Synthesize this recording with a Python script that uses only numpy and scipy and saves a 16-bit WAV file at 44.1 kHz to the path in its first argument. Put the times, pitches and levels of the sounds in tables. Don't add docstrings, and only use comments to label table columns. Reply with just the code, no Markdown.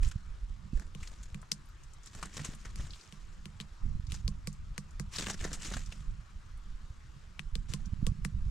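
import sys
import numpy as np
from scipy import signal
from scipy.io import wavfile
from scipy.ndimage import uniform_filter1d

SR = 44100
rng = np.random.default_rng(int(sys.argv[2]) if len(sys.argv) > 2 else 0)


def unload_audio(sound):
    columns = np.transpose(np.atleast_2d(sound))
    steps = np.round(np.clip(columns, -1, 1) * 32767)
    wavfile.write(sys.argv[1], SR, steps.astype(np.int16))


N = 374850


def gain_of(db):
    return 10 ** (np.asarray(db) / 20)


def unit_rms(x):
    return x / np.sqrt(np.mean(x ** 2) + 1e-20)


def curve_at(points, hz):
    f, value = np.transpose(points)
    return np.interp(np.log(hz + 1), np.log(f + 1), value)


def pan(db):
    return gain_of(np.vstack([db, -db]) / 2)


def add(mix, s, sound):
    part = mix[:, round(s * SR):][:, :sound.shape[1]]
    part += sound[:, :part.shape[1]]


def wander(size):
    return unit_rms(uniform_filter1d(uniform_filter1d(rng.standard_normal(N), size), size))


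def noise(colour, likeness, tilt, size, patchy_db):
    # frequency in Hz, left over right in dB at a tilt of 1.
    port_tilt = [(60, 36), (240, -13.5), (950, 3), (3770, 2), (15000, 12.5)]
    frames, hz = 4 * N // size + 5, np.fft.rfftfreq(size, 1 / SR)
    a, b, c, d, patches = rng.standard_normal((frames, len(hz), 5)).T
    patches = unit_rms(uniform_filter1d(uniform_filter1d(patches, size=9, axis=0), size=9, axis=1))
    same = np.clip(curve_at(likeness, hz), -1, 1)[:, None]
    left = a + 1j * b
    spectra = np.array([left, same * left + np.sqrt(1 - same ** 2) * (c + 1j * d)])
    spectra *= gain_of(curve_at(colour, hz)[:, None] + patchy_db * patches)
    spectra *= pan(tilt * curve_at(port_tilt, hz))[:, :, None]
    return unit_rms(signal.istft(spectra, nperseg=size, noverlap=3 * size // 4)[1][:, :N])


def leaves():
    # frequency in Hz, relative noise density in dB.
    colour = [(200, -37), (290, -5), (393, -8.5), (710, -11), (1220, -1.5), (2050, -10.5), (5540, -16.5),
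              (13000, -38), (16000, -42)]
    # frequency in Hz, left-right likeness (1 is mono).
    likeness = [(60, 0.72), (380, 0.19), (2380, 0.44), (15000, 1)]
    swell = gain_of(-65 + 0.67 * wander(size=9000))
    return swell * noise(colour, likeness, tilt=1, size=1024, patchy_db=2.0)


def thump(width_ms):
    u = np.arange(-1500, 1500) / SR / (width_ms / 1000)
    return (1 - 1.16 * u ** 2) * np.exp(-1.3 * u ** 2)


def wind_and_shaking():
    # time in seconds, rumble level in dB, left over right in dB.
    swells = [(0, -31, -8), (0.25, -45.5, -2.5), (0.75, -40, -7.5), (1.1, -44.5, 1), (2.0, -46.5, -1.5),
              (2.85, -40.5, 1.5), (3.05, -58, -7), (3.3, -41, -4), (3.79, -49.5, -2), (3.85, -31.5, -8),
              (4.75, -45, 0.5), (6.1, -36, -4.5), (6.25, -44, -2.5), (7.42, -46.5, -3), (7.55, -39.5, -6.5),
              (8.1, -36, -7.5), (8.5, -32.5, -3)]
    # frequency in Hz, relative noise density in dB.
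    colour = [(15, 5), (45, -0.5), (90, -9.5), (200, -21), (330, -40.5), (700, -90)]
    # time in seconds, peak in dB, width in milliseconds.
    thumps = [(0.061, -27, 4.9), (0.161, -22, 3.5), (0.437, -25.5, 8.2), (0.734, -24.5, 2.16),
              (0.759, -19.5, 11), (2.405, -39, 2.8), (2.419, -32, 2.4), (2.491, -29.5, 1.9),
              (2.798, -34, 2.6), (2.848, -33, 3.1), (3.855, -31.5, 2.3), (3.955, -29, 2.86),
              (3.999, -27.5, 3.4), (4.25, -23, 5.9), (4.268, -22, 5), (5.763, -28.5, 2.3),
              (6.087, -25.5, 12.6), (7.54, -22, 10), (7.704, -26.5, 3.7), (7.935, -25, 2.67),
              (8.03, -19, 2.44), (8.052, -21.5, 19), (8.095, -19, 3.8), (8.12, -24, 2.83),
              (8.351, -21, 4.7), (8.465, -24.5, 4.2)]
    t = np.arange(N) / SR
    s, db, pan_db = np.transpose(swells)
    lumps = unit_rms(gain_of(2.5 * wander(size=900)))
    rumble = lumps * noise(colour, likeness=[(20, 1.0), (300, 0.41)], tilt=0, size=4096, patchy_db=3.0)
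    pushes = rng.standard_normal(N) * (rng.random(N) < 35 / SR)
    kind = rng.integers(0, 3, N)
    bumps = sum(signal.oaconvolve(pushes * (kind == k), thump(width_ms), "same")
                for k, width_ms in enumerate((4.5, 7.5, 11)))
    out = gain_of(np.interp(t, s, db)) * (rumble + gain_of(-5.5) * unit_rms(bumps))
    for at, peak_db, width_ms in thumps:
        add(out, at - 1500 / SR, gain_of(peak_db) * thump(width_ms)[None])
    return out * pan(np.interp(t, s, pan_db))


def movement():
    # start in seconds, length in seconds, rustle level in dB, flap level in dB.
    bouts = [(0, 0.082, -51, -70), (0.707, 0.12, -65, -59), (0.96, 0.35, -59, -68),
             (2.013, 0.063, -58, -67), (2.108, 0.2, -55.5, -58), (2.308, 0.23, -51, -59.5),
             (2.56, 0.15, -61.5, -68.5), (2.746, 0.13, -54.5, -61.5), (2.887, 1, -58, -71.5),
             (4.079, 0.077, -48.5, -68), (5.103, 0.21, -39.5, -50.5), (5.349, 0.19, -49.5, -51),
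             (5.576, 0.21, -44, -55), (5.75, 0.28, -56.5, -75), (7.675, 0.038, -48, -49.5)]
    swell_s, sag_db_per_s, release_db_per_s = [[0.065], [0.1]], [[47.5], [21.5]], 292
    level = np.ones((2, N)) * gain_of([[-72.5], [-77]])
    t = np.arange(SR) / SR
    swell = np.sin(np.pi / 2 * np.minimum(t / swell_s, 1)) ** 2
    for s, length, db, flap_db in bouts:
        fall_db = t * sag_db_per_s + release_db_per_s * np.maximum(t - length, 0)
        add(level, s, swell * gain_of([[db], [flap_db]] - fall_db))
    return level


def crackle(per_s, low_hz, top_hz):
    out = np.zeros((2, N))
    hits = np.minimum(rng.standard_normal(N) ** 2, 4.0) * (rng.random(N) < per_s / SR)
    kind = rng.integers(0, 8, N)
    for k, hz in enumerate(np.geomspace(low_hz, top_hz, 8)):
        t = np.arange(int(3.2 * SR / hz)) / SR
        grain = np.sin(2 * np.pi * hz * t) * np.hanning(len(t))
        out += signal.oaconvolve(hits * (kind == k), grain)[:N] * pan(rng.normal(4.4, 25.0))
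    return unit_rms(out)


def box_ring(spread):
    # pitch in Hz, level in dB, seconds to fall by 60 dB.
    modes = [(147.9, 6, 0.2), (200, 3.5, 0.19), (476, -5.5, 0.033), (342, -10, 0.049), (1086, -12.5, 0.066)]
    t, ring = np.arange(12000) / SR, 0
    for k, (hz, db, t60) in enumerate(modes):
        spot_db, detune_percent = rng.normal(0, spread, 2) * (1 if k > 1 else .3)
        polarity = -1 if k == 1 else 1
        tone = np.sin(2 * np.pi * hz * (1 + detune_percent / 100) * t)
        ring += polarity * gain_of(db + spot_db - 60 * t / t60) * tone
    return ring * pan(-5.5)


def rustle():
    # frequency in Hz, relative density of the feather noise in dB.
    feather_colour = [(530, -95), (900, -5), (1600, -5), (2960, -4), (4600, -5.5), (7310, -2),
                      (12000, -23.5), (16000, -28)]
    # frequency in Hz, relative density of the flap noise in dB.
    flap_colour = [(130, -3.5), (260, -2.5), (600, -9.5), (1000, -15.5), (1800, -7.5), (4000, -47)]
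    # frequency in Hz, left-right likeness (1 is mono).
    likeness = [(60, 1), (380, 0.92), (2380, 0.82), (15000, 0.74)]
    (feather_level, flap_level), clumps = movement(), wander(size=180)
    feather_level *= unit_rms(gain_of(2.15 * clumps + 1.5 * wander(size=30)))
    flap_level *= unit_rms(gain_of(4.34 * clumps))
    husks = gain_of(-11) * feather_level * crackle(per_s=700, low_hz=2490, top_hz=7340)
    claw_taps = gain_of(-10) * flap_level * crackle(per_s=250, low_hz=408, top_hz=1760)
    scrapes, surges = scrapes_and_crunches()
    feather_level += surges[0]
    flap_level += surges[1]
    feathers = feather_level * noise(feather_colour, likeness, tilt=0.27, size=256, patchy_db=2.0)
    flaps = flap_level * noise(flap_colour, likeness, tilt=0.13, size=512, patchy_db=1.0)
    shaking = flap_level * rng.standard_normal((1, N))
    box = signal.fftconvolve(shaking, box_ring(spread=0), axes=1)[:, :N]
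    return husks + claw_taps + scrapes + feathers + flaps + gain_of(-34) * box


def scrapes_and_crunches():
    # time in seconds, scrape gain in dB, low-end gain in dB, decay in milliseconds, pitch in Hz.
    bursts = [(0.0304, -41, -64, 4.4, 2110), (0.114, -43.5, -70, 5.6, 1360), (1.03, -47, -75, 8.8, 2020),
              (1.075, -45, -75, 4.9, 4380), (1.2297, -49, -77, 7.6, 7000), (1.516, -38, -80, 3.5, 7900),
              (2.151, -48, -44, 1.8, 1550), (2.228, -34, -40, 5.8, 1080), (2.257, -45.5, -44, 3.7, 7500),
              (2.3691, -34, -42, 3.5, 6060), (2.3795, -37, -39, 2.5, 1590),
              (2.3937, -46.5, -37.5, 6.7, 1940), (2.4469, -34.5, -48, 9.6, 6400),
              (2.651, -47, -50, 10.4, 1600), (2.796, -67, -44.5, 5.1, 1200), (3.6082, -43, -67, 6.7, 3600),
              (5.185, -38, -38, 9.9, 6700), (5.223, -42, -37, 5.3, 2780), (5.2685, -35.5, -32.5, 3.7, 2490),
              (5.2988, -33.5, -39, 6.9, 810), (5.314, -45, -50, 2.2, 5500), (5.343, -42, -37, 3.9, 5500),
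              (5.41, -43.5, -46, 5.3, 1980), (5.4417, -38, -56, 7.1, 1610), (5.45, -39, -34, 4.4, 690),
              (5.5306, -35, -64, 6.5, 6000), (5.537, -40, -63, 13, 6800), (5.715, -53.5, -36, 4, 1200),
              (5.647, -44.5, -46, 22, 6100), (5.737, -37, -48, 6, 1280), (5.7681, -37, -34, 3.9, 1510),
              (5.923, -42, -41.5, 4.6, 2800), (8.247, -44, -85, 6.5, 8400)]
    out, surges = np.zeros((2, 2, N))
    t = np.arange(3000) / SR
    for s, db, low_db, decay_ms, hz in bursts:
        u, start = t * 1000 / decay_ms, max(s - .0015, 0)
        envelope = (1 - np.exp(-u / 0.31)) * np.exp(-u)
        add(surges, start, gain_of([[db], [low_db]]) * envelope)
        band = signal.butter(2, [hz / 1.14, hz * 1.225], "bandpass", fs=SR, output="sos")
        scrape = unit_rms(signal.sosfilt(band, rng.standard_normal(len(t))))
        jerks = gain_of(4 * uniform_filter1d(rng.standard_normal(len(t) // 30).repeat(30), 20))
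        add(out, start, gain_of(db) * envelope * scrape * jerks * pan(2.8))
        add(out, start, gain_of(low_db) * thump(width_ms=2.2)[1300:] * pan(-0.3))
    return out, surges


def claws():
    # start in seconds, level in dB, pitch in Hz.
    ticks = [(0.086, -41, 7700), (1.416, -48, 7800), (1.4288, -42.5, 1190), (1.657, -56, 9400),
             (1.689, -58, 12500), (1.835, -47.5, 7000), (1.935, -47, 7160), (2.033, -49, 6500),
             (2.06, -43, 7580), (2.072, -41, 5460), (2.15, -44, 7640), (2.549, -44, 7900),
             (2.9062, -40.5, 4450), (2.9344, -38, 3580), (3.011, -43, 5000), (4.068, -45, 5070),
             (4.528, -44.5, 6950), (4.908, -51.5, 6960), (5.1616, -30, 5130), (5.1843, -26, 4200),
             (5.3344, -37, 5770), (5.8606, -42, 5800), (6.575, -57, 9300), (7.857, -44, 5830)]
    out, t = np.zeros((2, N)), np.arange(900) / SR
    for s, db, hz in ticks:
        blip = np.sin(2 * np.pi * hz * t) * np.exp(-((t - .001) / 0.00042) ** 2)
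        band = signal.butter(2, [hz / 1.36, min(hz * 1.3, SR / 2.5)], "bandpass", fs=SR, output="sos")
        grit = unit_rms(signal.sosfilt(band, rng.standard_normal((2, len(t)))))
        trail = grit * gain_of(-10 - 60 * t / 0.064)
        add(out, s, gain_of(db) * (blip + trail) * pan(2.5))
    return out


def beak_tick(hz, treble_db):
    t = np.arange(4000) / SR
    age, echo_s = t - .0009, .0101
    envelope = np.exp(-(age * hz / 0.53) ** 2) + 0.25 * (age > 0) * np.exp(-age * hz / 3.0)
    knock = np.sin(2 * np.pi * hz * age) * envelope * pan(13)
    grit = rng.standard_normal((len(t), 6)).T
    band = signal.butter(3, [4300, 9000], "bandpass", fs=SR, output="sos")
    snap = signal.sosfilt(band, grit[0] + 2.2 * grit[:2]) * np.exp(-(age / 0.00061) ** 2)
    snap *= 2 / abs(snap).max(1, keepdims=True)
    hard_tip = np.sin(2 * np.pi * 11500 * t) * np.exp(-(age / 0.00011) ** 2) * pan(27)
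    direct = knock + gain_of(treble_db) * (snap + gain_of(-10) * hard_tip)
    thinned = np.diff(uniform_filter1d(direct, size=3, axis=1), prepend=0)
    echo = gain_of(-15) * np.roll(thinned, round(echo_s * SR), axis=1)
    box_response = gain_of(-23.5 - 60 * t / 0.019) * (t > .001) * grit[2:4]
    box = signal.fftconvolve(direct, box_response, axes=1)[:, :len(t)]
    tail = (t > .0015) * gain_of(treble_db - 11.5 - 60 * t / 0.084)
    scatter = tail * unit_rms(signal.sosfilt(band, grit[4:]))
    return direct + echo + box + scatter


def pecks():
    # start in seconds, tick level in dB, pitch in Hz, relative treble in dB, ring level in dB.
    blows = [(0.7971, -42, 1570, -4, -55), (0.9488, -39, 2950, -8, -49), (1.3446, -38, 2430, -9, -44),
             (1.5174, -16, 4960, -9.5, -47.5), (2.7578, -44.5, 2260, 1, -57),
             (3.124, -41.5, 2980, -7, -52.5), (3.4557, -36, 2830, -10, -48.5),
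             (3.601, -29.5, 3170, -15, -47), (4.12, -33, 2920, -5.5, -48.5),
             (4.2784, -25.5, 4600, -10, -39), (4.4723, -33.5, 2340, 1, -40), (4.779, -30, 2000, -4, -44),
             (4.997, -36, 1800, 0.5, -40), (7.3932, -26, 2490, -17, -50.5), (7.5537, -28, 3520, -11.5, -45),
             (7.7364, -28.5, 2980, -3.5, -40), (8.0665, -28, 3280, -5, -36), (8.249, -27.5, 1930, -9, -38)]
    ring_delay_s = .0032
    out = np.zeros((2, N))
    for s, db, hz, treble_db, ring_db in blows:
        add(out, s, gain_of(db) * beak_tick(hz, treble_db))
        add(out, s + ring_delay_s, gain_of(ring_db) * box_ring(spread=3.0))
    return out


def scene():
    return pecks() + claws() + rustle() + wind_and_shaking() + leaves()


def record(dry):
    dry = signal.sosfilt(signal.butter(1, 14, "highpass", fs=SR, output="sos"), dry)
    dry = signal.sosfilt(signal.butter(2, 13700, fs=SR, output="sos"), dry)
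    band_limit = signal.firwin(511, 16100, window=("kaiser", 9), fs=SR)
    return signal.oaconvolve(dry, band_limit[None], "same")


dry = scene()
out = record(dry)
unload_audio(out)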